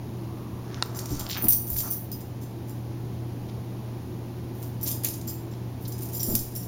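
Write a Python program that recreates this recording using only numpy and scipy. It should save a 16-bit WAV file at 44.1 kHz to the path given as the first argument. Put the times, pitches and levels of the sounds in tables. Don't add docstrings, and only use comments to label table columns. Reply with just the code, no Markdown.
import sys
import numpy as np
from scipy import signal
from scipy.fft import rfft, irfft, next_fast_len
from scipy.io import wavfile
from scipy.ndimage import uniform_filter1d

SR = 44100
rng = np.random.default_rng(int(sys.argv[2]) if len(sys.argv) > 2 else 0)


def int16_out(signal):
    q = np.round(np.clip(np.atleast_2d(signal).T, -1, 1) * 32767)
    wavfile.write(sys.argv[1], SR, q.astype(np.int16))


N = 294147

# f/Hz, density/dB
RUSH_SPECTRUM = [(20, -12), (50, -16.5), (85, 1), (140, -5.5), (180, -1.5), (370, -7.5), (405, -12.5),
                 (440, -12), (520, -16), (900, -18.5), (1120, -24), (1300, -29), (2200, -32), (6800, -37.5),
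                 (8200, -44), (10000, -38)]
# f/Hz, level/dB, unsteady share/0-1
HUM_LINES = [(119.5, -36, 0.25), (332.8, -50.5, 0.89), (369.6, -53.5, 0.7)]
# middle t/s, length/s, level/dB, centre f/Hz, relative width
NOISE_SWELLS = [(0.3, 0.89, -54, 1080, 0.12), (0.759, 0.3, -50.5, 1300, 0.37),
                (0.767, 0.38, -55.5, 4420, .5), (0.968, 0.5, -46.5, 846, 0.52),
                (1.205, 0.36, -45.5, 870, 0.52), (1.329, 0.12, -36, 3940, 0.46),
                (1.373, 0.063, -36.5, 1100, 0.76), (1.453, 0.09, -38.5, 480, 0.99),
                (1.79, 0.046, -51, 3740, 0.36), (1.862, 0.12, -41, 900, 0.47),
                (3.493, 0.024, -47.5, 3170, 0.57), (4.875, 0.08, -51, 3060, 0.52),
                (5.058, 0.06, -42.5, 2730, 0.62), (5.539, .016, -51, 3800, .6),
                (5.857, 0.023, -44, 4540, 0.32), (6.306, 0.088, -37.5, 375, 0.56)]
# t/s, level/dB, f/Hz
FOOTFALLS = [(1.107, -21.5, 122), (1.116, -26, 292), (1.435, -28.5, 317), (1.446, -20.5, 228),
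             (1.716, -24, 80), (6.283, -21.5, 234), (6.338, -20, 223.4)]
# t/s, level/dB, centre f/Hz
CLAW_TAPS = [(0.7445, -28, 4400), (1.21, -21.5, 3440), (1.262, -31, 3800), (1.266, -19, 3740),
             (1.298, -18, 3900), (1.301, -24, 4000), (1.3095, -27, 4000), (1.3135, -17, 4030),
             (1.3255, -23, 3700), (1.330, -22.5, 3800), (1.3495, -20, 4200), (1.3665, -20.5, 2100),
             (1.3715, -19, 1800), (1.378, -33, 2000), (1.3835, -21, 1920), (1.392, -29, 2900),
             (1.396, -35, 1900), (1.409, -33, 2200), (1.416, -25.5, 1600), (1.470, -23, 1800),
             (1.764, -23, 3400)]
# t/s, level/dB
SNAP_HITS = [(0.8244, -21.5)]
# f/Hz, level/dB, t60/s
SNAP_RESONANCES = [(1000, -7, 0.013), (1330, -9, 0.018), (1870, -15, 0.021), (2800, -15, 0.024),
                   (3720, -4, 0.0098), (4120, 2, 0.0071), (4500, -6, 0.0048), (5370, -2.5, .005),
                   (7000, -8, 0.0045), (8400, -5, 0.0041), (11900, -19, .003)]
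# t/s, level/dB
BUCKLE_KNOCKS = [(5.049, -29), (6.352, -14.5)]
# t/s, level/dB
CLASP_CLICKS = [(0.990, -38), (4.877, -27), (5.036, -29), (5.046, -17.5), (5.086, -27), (6.232, -24),
                (6.352, -20)]
# t/s, level/dB
LEASH_RING_HITS = [(0.974, -47), (1.125, -42), (6.196, -40), (6.203, -30.5), (6.561, -38.5)]
# f/Hz, level/dB, t60/s
LEASH_RING_MODES = [(5610, 0, .055), (5760, -1, .05), (5380, -8, .03)]
SMALL_TAG_MODES = [(4667, -5, .15), (5720, -4, .06), (6051, 5, .2), (6130, -2, .1), (6260, -5, .09),
                   (7430, -5, .1), (9055, -7, .08), (9286, -4, .1), (10008, -3, .09), (10425, 3, .14),
                   (11945, 3, .16), (12960, -2, .1), (14045, 7, .11), (14390, 7, .08), (14530, 9, .08),
                   (14700, 9, .08), (14850, 7, .07), (14980, 7, .07), (15170, 3, .06)]
LARGE_TAG_MODES = [(5040, 0, .09), (5620, -1, .05), (5760, -2, .045), (6130, -4, .08), (6900, 0, .06),
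                   (7290, 4, .09), (7430, 10, .13), (10350, -1, .08), (10650, -1, .05), (11830, -1, .07),
                   (11960, -4, .1), (14150, 4, .08), (14350, 3, .06), (14640, 1, .07), (14820, 0, .06),
                   (15150, -4, .06)]
WIRE_LOOP_MODES = [(13060, -10, .06), (12940, 0, .095), (14760, -7, .07)]
# f/Hz, density/dB
CRACK_SPECTRUM = [(600, -15), (2000, -24), (4000, -10), (6000, -4.5), (8500, -1.5), (10500, 4), (11400, 1),
                  (12600, 2), (13600, 3), (14200, 10), (14900, 11), (15700, -2), (16500, -10)]
# t/s, level/dB, lows against highs/dB, rattle length/s,
# crack against ring/dB, share of the small tag/0-1, loop against tags/dB
TAG_CLASHES = [(0.8325, -43, 0, 0.0047, 6, .4, -10), (0.859, -44, -4, 0.0025, 5, .3, -10),
               (0.948, -38.5, 6.5, 0.023, -10, 0.5, -20), (0.965, -33, -18, 0.013, -14, 0.6, -4),
               (0.989, -35.5, 6.5, 0.0048, 19, 0.8, -20), (1.057, -36.5, 1.5, 0.004, 3, 0.88, -11),
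               (1.104, -35, -3.5, 0.022, -14, .7, 4), (1.195, -29.5, 0.5, .016, 0, 0.2, -15),
               (1.208, -40, 2.5, 0.0095, 11, 0.1, -10), (1.290, -31.5, -17, 0.009, -13, 0.8, -16),
               (1.302, -30, -6, 0.0075, -12, 0, -15), (1.372, -26, -11, 0.014, -15, 1, -23),
               (1.423, -20.5, -28, .007, -19, .95, -16), (1.442, -19.5, -17, 0.006, -9, 0.9, -14),
               (1.484, -6, -24, .005, -5, 1, -29), (1.501, -10, -18, 0.015, -7, 1, -20),
               (1.523, -11, -12.5, 0.016, -12, 0.97, -27), (1.702, -22, -23, 0.0071, -14, 1, -2),
               (1.721, -39.5, -26, 0.0027, 3, .9, -2), (1.766, -17.5, -11, .02, -13, 0.4, -7),
               (1.7875, -21.5, -9.5, 0.0028, -5, 0.6, -11), (1.804, -24, -4, 0.0053, 0, .5, -15),
               (1.866, -36, -1, 0.016, -10, 1, -12), (1.905, -17.5, -23, 0.015, -4, 0.8, 3),
               (1.921, -22, -12.5, .014, -4, 0.8, 1), (2.117, -27.5, -9.5, 0.016, -7.5, 0.4, -16),
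               (2.208, -40.5, -4.5, 0.014, 2, .3, -5), (2.414, -41.5, -2, 0.022, -2, 0, -8),
               (2.674, -40.5, -5.5, 0.038, 0, 0.2, -5), (4.621, -37.5, -5, 0.022, 14, 0.3, -3),
               (4.812, -36.5, -5, 0.012, -12, .2, -8), (4.830, -22, -14, .012, -11, .3, -5),
               (4.860, -29, 1, 0.022, 3, 0.7, -8), (4.874, -23.5, -4, 0.015, -2, 0.3, 6),
               (4.908, -25.5, -5, 0.021, 5, 0, -6), (5.035, -35, -4, .004, 6, .1, -8),
               (5.046, -21.5, -3, 0.0078, 8, 0.2, -9), (5.064, -32, 1, 0.01, 17, 0.2, 6),
               (5.086, -34, 2, 0.0031, 13, .1, -8), (5.139, -36.5, 0.5, 0.0059, 7, 0.2, -8),
               (5.213, -47, 7, .003, 6, .1, -8), (5.271, -38, -7, .006, -4, 0, -8),
               (5.277, -29, -0.5, 0.011, -12, 0.1, -11), (5.294, -29.5, -9.5, 0.016, 12, 0.1, -8),
               (5.514, -55, 7, 0.01, -15, 0, -10), (5.879, -34, -8, 0.0055, 0, .1, -10),
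               (5.921, -37, 0, 0.004, -3, 0, -12), (6.021, -32, -12, 0.013, 5, 0, -9),
               (6.150, -31, -20, 0.014, -13, .1, -15), (6.231, -23.5, -7, 0.0022, -4, 0, -7),
               (6.342, -29, -14, 0.0025, 0, 0, -12), (6.352, -16.5, -7.5, 0.0018, 15, 0.1, -19),
               (6.359, -26, -4, 0.0036, -14, 0, -15), (6.371, -42, -18, 0.0017, 5, 0.1, -10),
               (6.391, -34, 3, 0.0013, -6, 0, -15), (6.552, -29, -8, 0.0082, -9, 0, -13),
               (6.563, -28, -11, 0.015, -2, 0.1, -6), (6.63, -38.5, -5, .012, 0, 0.1, -6)]
# start t/s, length/s, level of a touch/dB,
# lows against highs/dB, crack against ring/dB, share of the small tag/0-1, loop against tags/dB
NECK_SHAKES = [(0.835, .11, -57, 3, 5, .4, -9), (1.081, 0.089, -44.5, 6, 7, 1, -12),
               (1.386, 0.076, -38, -29, -11, 0.7, -20), (1.651, .14, -27.5, -12, -2, 0.6, -2),
               (1.815, 0.071, -36.5, -5.5, -7, 1, -8), (4.535, 0.16, -47, -13, 3, .2, -8),
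               (5.796, 0.12, -45.5, -12, 2, .1, -2), (5.969, 0.16, -39.5, -4.5, 9, 0, -6),
               (6.121, 0.12, -29.5, -7, -11, 0.1, -9), (6.245, 0.088, -28.5, -8, -8, 0, -10),
               (6.457, .19, -44, -4.5, 0, 0, -14)]
# f/Hz, width/Hz
MIC_DIPS = [(7850, 1300), (7900, 350)]


def from_db(db):
    return 10 ** (np.asarray(db) / 20)


def unit_rms(x):
    return x / np.sqrt(np.mean(x ** 2) + 1e-20)


def unit_blow(x):
    return x / np.sqrt(np.sum(x ** 2) / (SR / 100) + 1e-20)


def seconds(length):
    return np.arange(int(length * SR)) / SR


def add(out, s, sound):
    at = max(int(s * SR), 0)
    out[at:at + len(sound)] += sound[:N - at]


def butter(x, hz, kind, order=2):
    return signal.sosfilt(signal.butter(order, hz, kind, fs=SR, output="sos"), x)


def band(x, hz, width):
    return unit_rms(butter(x, [hz / (1 + width), min(hz * (1 + width), SR / 3)], "band"))


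def coloured_noise(spectrum):
    hz, db = np.transpose(spectrum)
    size = next_fast_len(N)
    log_hz = np.log(np.arange(size // 2 + 1) * SR / size + 1)
    gain = from_db(np.interp(log_hz, np.log(hz), db))
    return unit_rms(irfft(rfft(rng.standard_normal(N), size) * gain, size)[:N])


def drift(rate_hz, step=40):
    smooth = signal.butter(2, rate_hz, fs=SR / step, output="sos")
    slow = signal.sosfilt(smooth, rng.standard_normal(N // step + 2002))[2000:]
    return np.interp(np.arange(N) / step, np.arange(len(slow)), unit_rms(slow))


def room_tone(rush_db, hiss_db):
    rush = from_db(rush_db) * coloured_noise(RUSH_SPECTRUM)
    return rush + from_db(hiss_db) * rng.standard_normal(N)


def appliance_hum(waver_hz):
    out, t = np.zeros(N), np.arange(N) / SR
    for hz, db, unsteady in HUM_LINES:
        steady = np.sqrt(2 * (1 - unsteady ** 2))
        waver = unsteady * (drift(waver_hz) + 1j * drift(waver_hz))
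        out += from_db(db) * np.real((steady + waver) * np.exp(2j * np.pi * hz * t))
    return out


def room_echoes(x, first_echo_s, t60):
    t = seconds(.6)
    tail = rng.standard_normal(len(t)) * from_db(-60 * t / t60) * (t > first_echo_s)
    return signal.fftconvolve(x, tail / np.sqrt(np.sum(tail ** 2)))[:N]


def room_swell_and_scuffs(grains_per_s):
    out = np.zeros(N)
    for middle_s, length, db, hz, width in NOISE_SWELLS:
        swell = np.hanning(int(length * SR))
        grains = rng.standard_normal(N) * (rng.random(N) < grains_per_s / SR)
        noise = band(grains[:len(swell)] + 1e-18, hz, width)
        add(out, middle_s - length / 2, from_db(db) * swell * noise)
    return out


def paw_thuds(rise_s, note_t60, rumble_t60, rumble_db):
    out, t = np.zeros(N), seconds(.4)
    for s, db, hz in FOOTFALLS:
        note = np.sin(2 * np.pi * hz * t) * from_db(-60 * t / note_t60)
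        rumble = unit_rms(butter(rng.standard_normal(len(t)), 128, "low"))
        rumble *= from_db(rumble_db - 60 * t / rumble_t60)
        add(out, s, from_db(db) * (1 - np.exp(-t / rise_s)) * (note + rumble))
    return out


def ticks(rows, t60, width):
    out, t = np.zeros(N), seconds(.04)
    for s, db, hz in rows:
        add(out, s, from_db(db - 60 * t / t60) * band(rng.standard_normal(len(t)), hz, width))
    return out


def claw_taps(top_hz):
    return butter(ticks(CLAW_TAPS, t60=.003, width=.78), top_hz, "low", order=4)


def close_snap(rise_s, spread_db):
    out, t = np.zeros(N), seconds(.05)
    hz, mode_db, t60 = np.transpose(SNAP_RESONANCES)[:, :, None]
    rise = np.minimum(t / rise_s, 1)
    for s, db in SNAP_HITS:
        struck_db = mode_db - spread_db * rng.standard_normal(hz.shape)
        modes = from_db(struck_db - 60 * t / t60) * np.sin(2 * np.pi * (hz * t + rng.random(hz.shape)))
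        add(out, s, from_db(db) * unit_blow(rise * modes.sum(axis=0)))
    return out


def buckle_knocks(hz):
    return ticks([(s, db, hz) for s, db in BUCKLE_KNOCKS], t60=.0025, width=.94)


def clasp_clicks(hz):
    return ticks([(s, db, hz) for s, db in CLASP_CLICKS], t60=.023, width=.085)


def rattle(length, bounce_db, count=5):
    length = np.clip(length, .002, .05)
    along = (np.arange(count) + .5 + rng.random(count)) / count
    bounces = from_db(bounce_db - 4 * along + rng.normal(0, 3, count))
    contacts = np.zeros(int(.2 * SR))
    contacts[(along * length * SR).astype(int)] = bounces
    contacts[0] = min(1, .013 / length)
    return contacts


def ringing_metal(modes, contacts, spread_db=5.0, detune=.00254, flutter_hz=92, flutter_depth=.46):
    out, t = 0, np.arange(len(contacts)) / SR
    for hz, db, t60 in modes:
        angle = 2 * np.pi * hz * (1 + detune * rng.standard_normal()) / SR
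        decay = from_db(-60 / (t60 * SR))
        mode = signal.lfilter([1, 0, -1], [1, -2 * decay * np.cos(angle), decay ** 2], contacts)
        rate_hz = flutter_hz * (.5 + rng.random())
        flutter = 1 + flutter_depth * np.cos(2 * np.pi * rate_hz * t)
        out += from_db(db + spread_db * rng.standard_normal()) * unit_blow(mode * flutter)
    return unit_blow(out)


def leash_ring(rattle_s, bounce_db):
    out = np.zeros(N)
    for s, db in LEASH_RING_HITS:
        add(out, s, from_db(db) * ringing_metal(LEASH_RING_MODES, rattle(rattle_s, bounce_db)))
    return out


def shake_touches(count=6, ends_db=1.5, spread_db=.5, rattle_s=.017):
    rows = []
    for start, length, db, low_db, *colour in NECK_SHAKES:
        along = (np.arange(count) + rng.uniform(.15, .85, count)) / count
        levels = db + ends_db * (2 * along - 1) ** 2 + spread_db * rng.standard_normal(count)
        for s, level in zip(start + length * along, levels):
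            rows.append((s, level, low_db, rattle_s, *colour))
    return rows


def collar_tags(crack_t60, bounce_db, split_hz):
    out = np.zeros(N)
    crack_noise = coloured_noise(CRACK_SPECTRUM)
    power_decay = from_db(-120 / (crack_t60 * SR))
    blows = TAG_CLASHES + shake_touches()
    for k, (s, db, low_db, length, crack_db, small_share, loop_db) in enumerate(blows):
        contacts = rattle(length, bounce_db)
        ring = np.sqrt(small_share) * ringing_metal(SMALL_TAG_MODES, contacts)
        ring += np.sqrt(1 - small_share) * ringing_metal(LARGE_TAG_MODES, contacts)
        ring += from_db(loop_db) * ringing_metal(WIRE_LOOP_MODES, contacts)
        crack_power = signal.lfilter([1], [1, -power_decay], contacts ** 2 + 1e-18)
        noise = np.roll(crack_noise, -k * (N // len(blows)))[:len(ring)]
        crack = noise * np.sqrt(crack_power)
        for side, side_db in (("low", low_db), ("high", 0)):
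            ring_part, crack_part = butter(np.array([ring, crack]), split_hz, side, order=12)
            blow = unit_blow(ring_part) + from_db(crack_db) * unit_blow(crack_part)
            add(out, s, from_db(db + side_db) * unit_blow(blow))
    return out


def scene():
    jingle = clasp_clicks(hz=11600)
    jingle += from_db(-4.5) * collar_tags(crack_t60=.015, bounce_db=-1, split_hz=8200)
    jingle += from_db(-1.5) * leash_ring(rattle_s=.008, bounce_db=-5)
    buckle = buckle_knocks(hz=2520)
    paws = claw_taps(top_hz=6400)
    swells = room_swell_and_scuffs(grains_per_s=1800)
    paws += paw_thuds(rise_s=.001, note_t60=.17, rumble_t60=.45, rumble_db=-10.5)
    snap = close_snap(rise_s=.0002, spread_db=2.0)
    into_room = from_db(-2.5) * jingle + from_db(-7) * (paws + swells) + from_db(-19) * snap
    echoes = room_echoes(into_room, first_echo_s=.0026, t60=.38)
    background = appliance_hum(waver_hz=3.0) + room_tone(rush_db=-38.0, hiss_db=-75.0)
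    return (background + echoes + swells + paws + snap + buckle + jingle)[None]


def gain_control(x, threshold_db, slope, release_db_per_s):
    level_db = 20 * np.log10(np.sqrt(np.abs(uniform_filter1d(x ** 2, size=128))) + 1e-9)
    cut_db = slope * np.maximum(level_db - threshold_db, 0)
    release = release_db_per_s * np.arange(N) / SR
    held_db = np.maximum.accumulate(cut_db + release) - release
    return x * from_db(-butter(held_db, 9.2, "low", order=1))


def record(dry):
    x = gain_control(dry[0], threshold_db=-21.5, slope=.19, release_db_per_s=1.5)
    x = .7 * np.tanh(x / .7)
    for hz, width_hz in MIC_DIPS:
        x = signal.lfilter(*signal.iirnotch(hz, hz / width_hz, fs=SR), x)
    band_limit = signal.ellip(10, .3, 80, 15850, fs=SR, output="sos")
    return signal.sosfilt(band_limit, x)[None]


dry = scene()
out = record(dry)
int16_out(out)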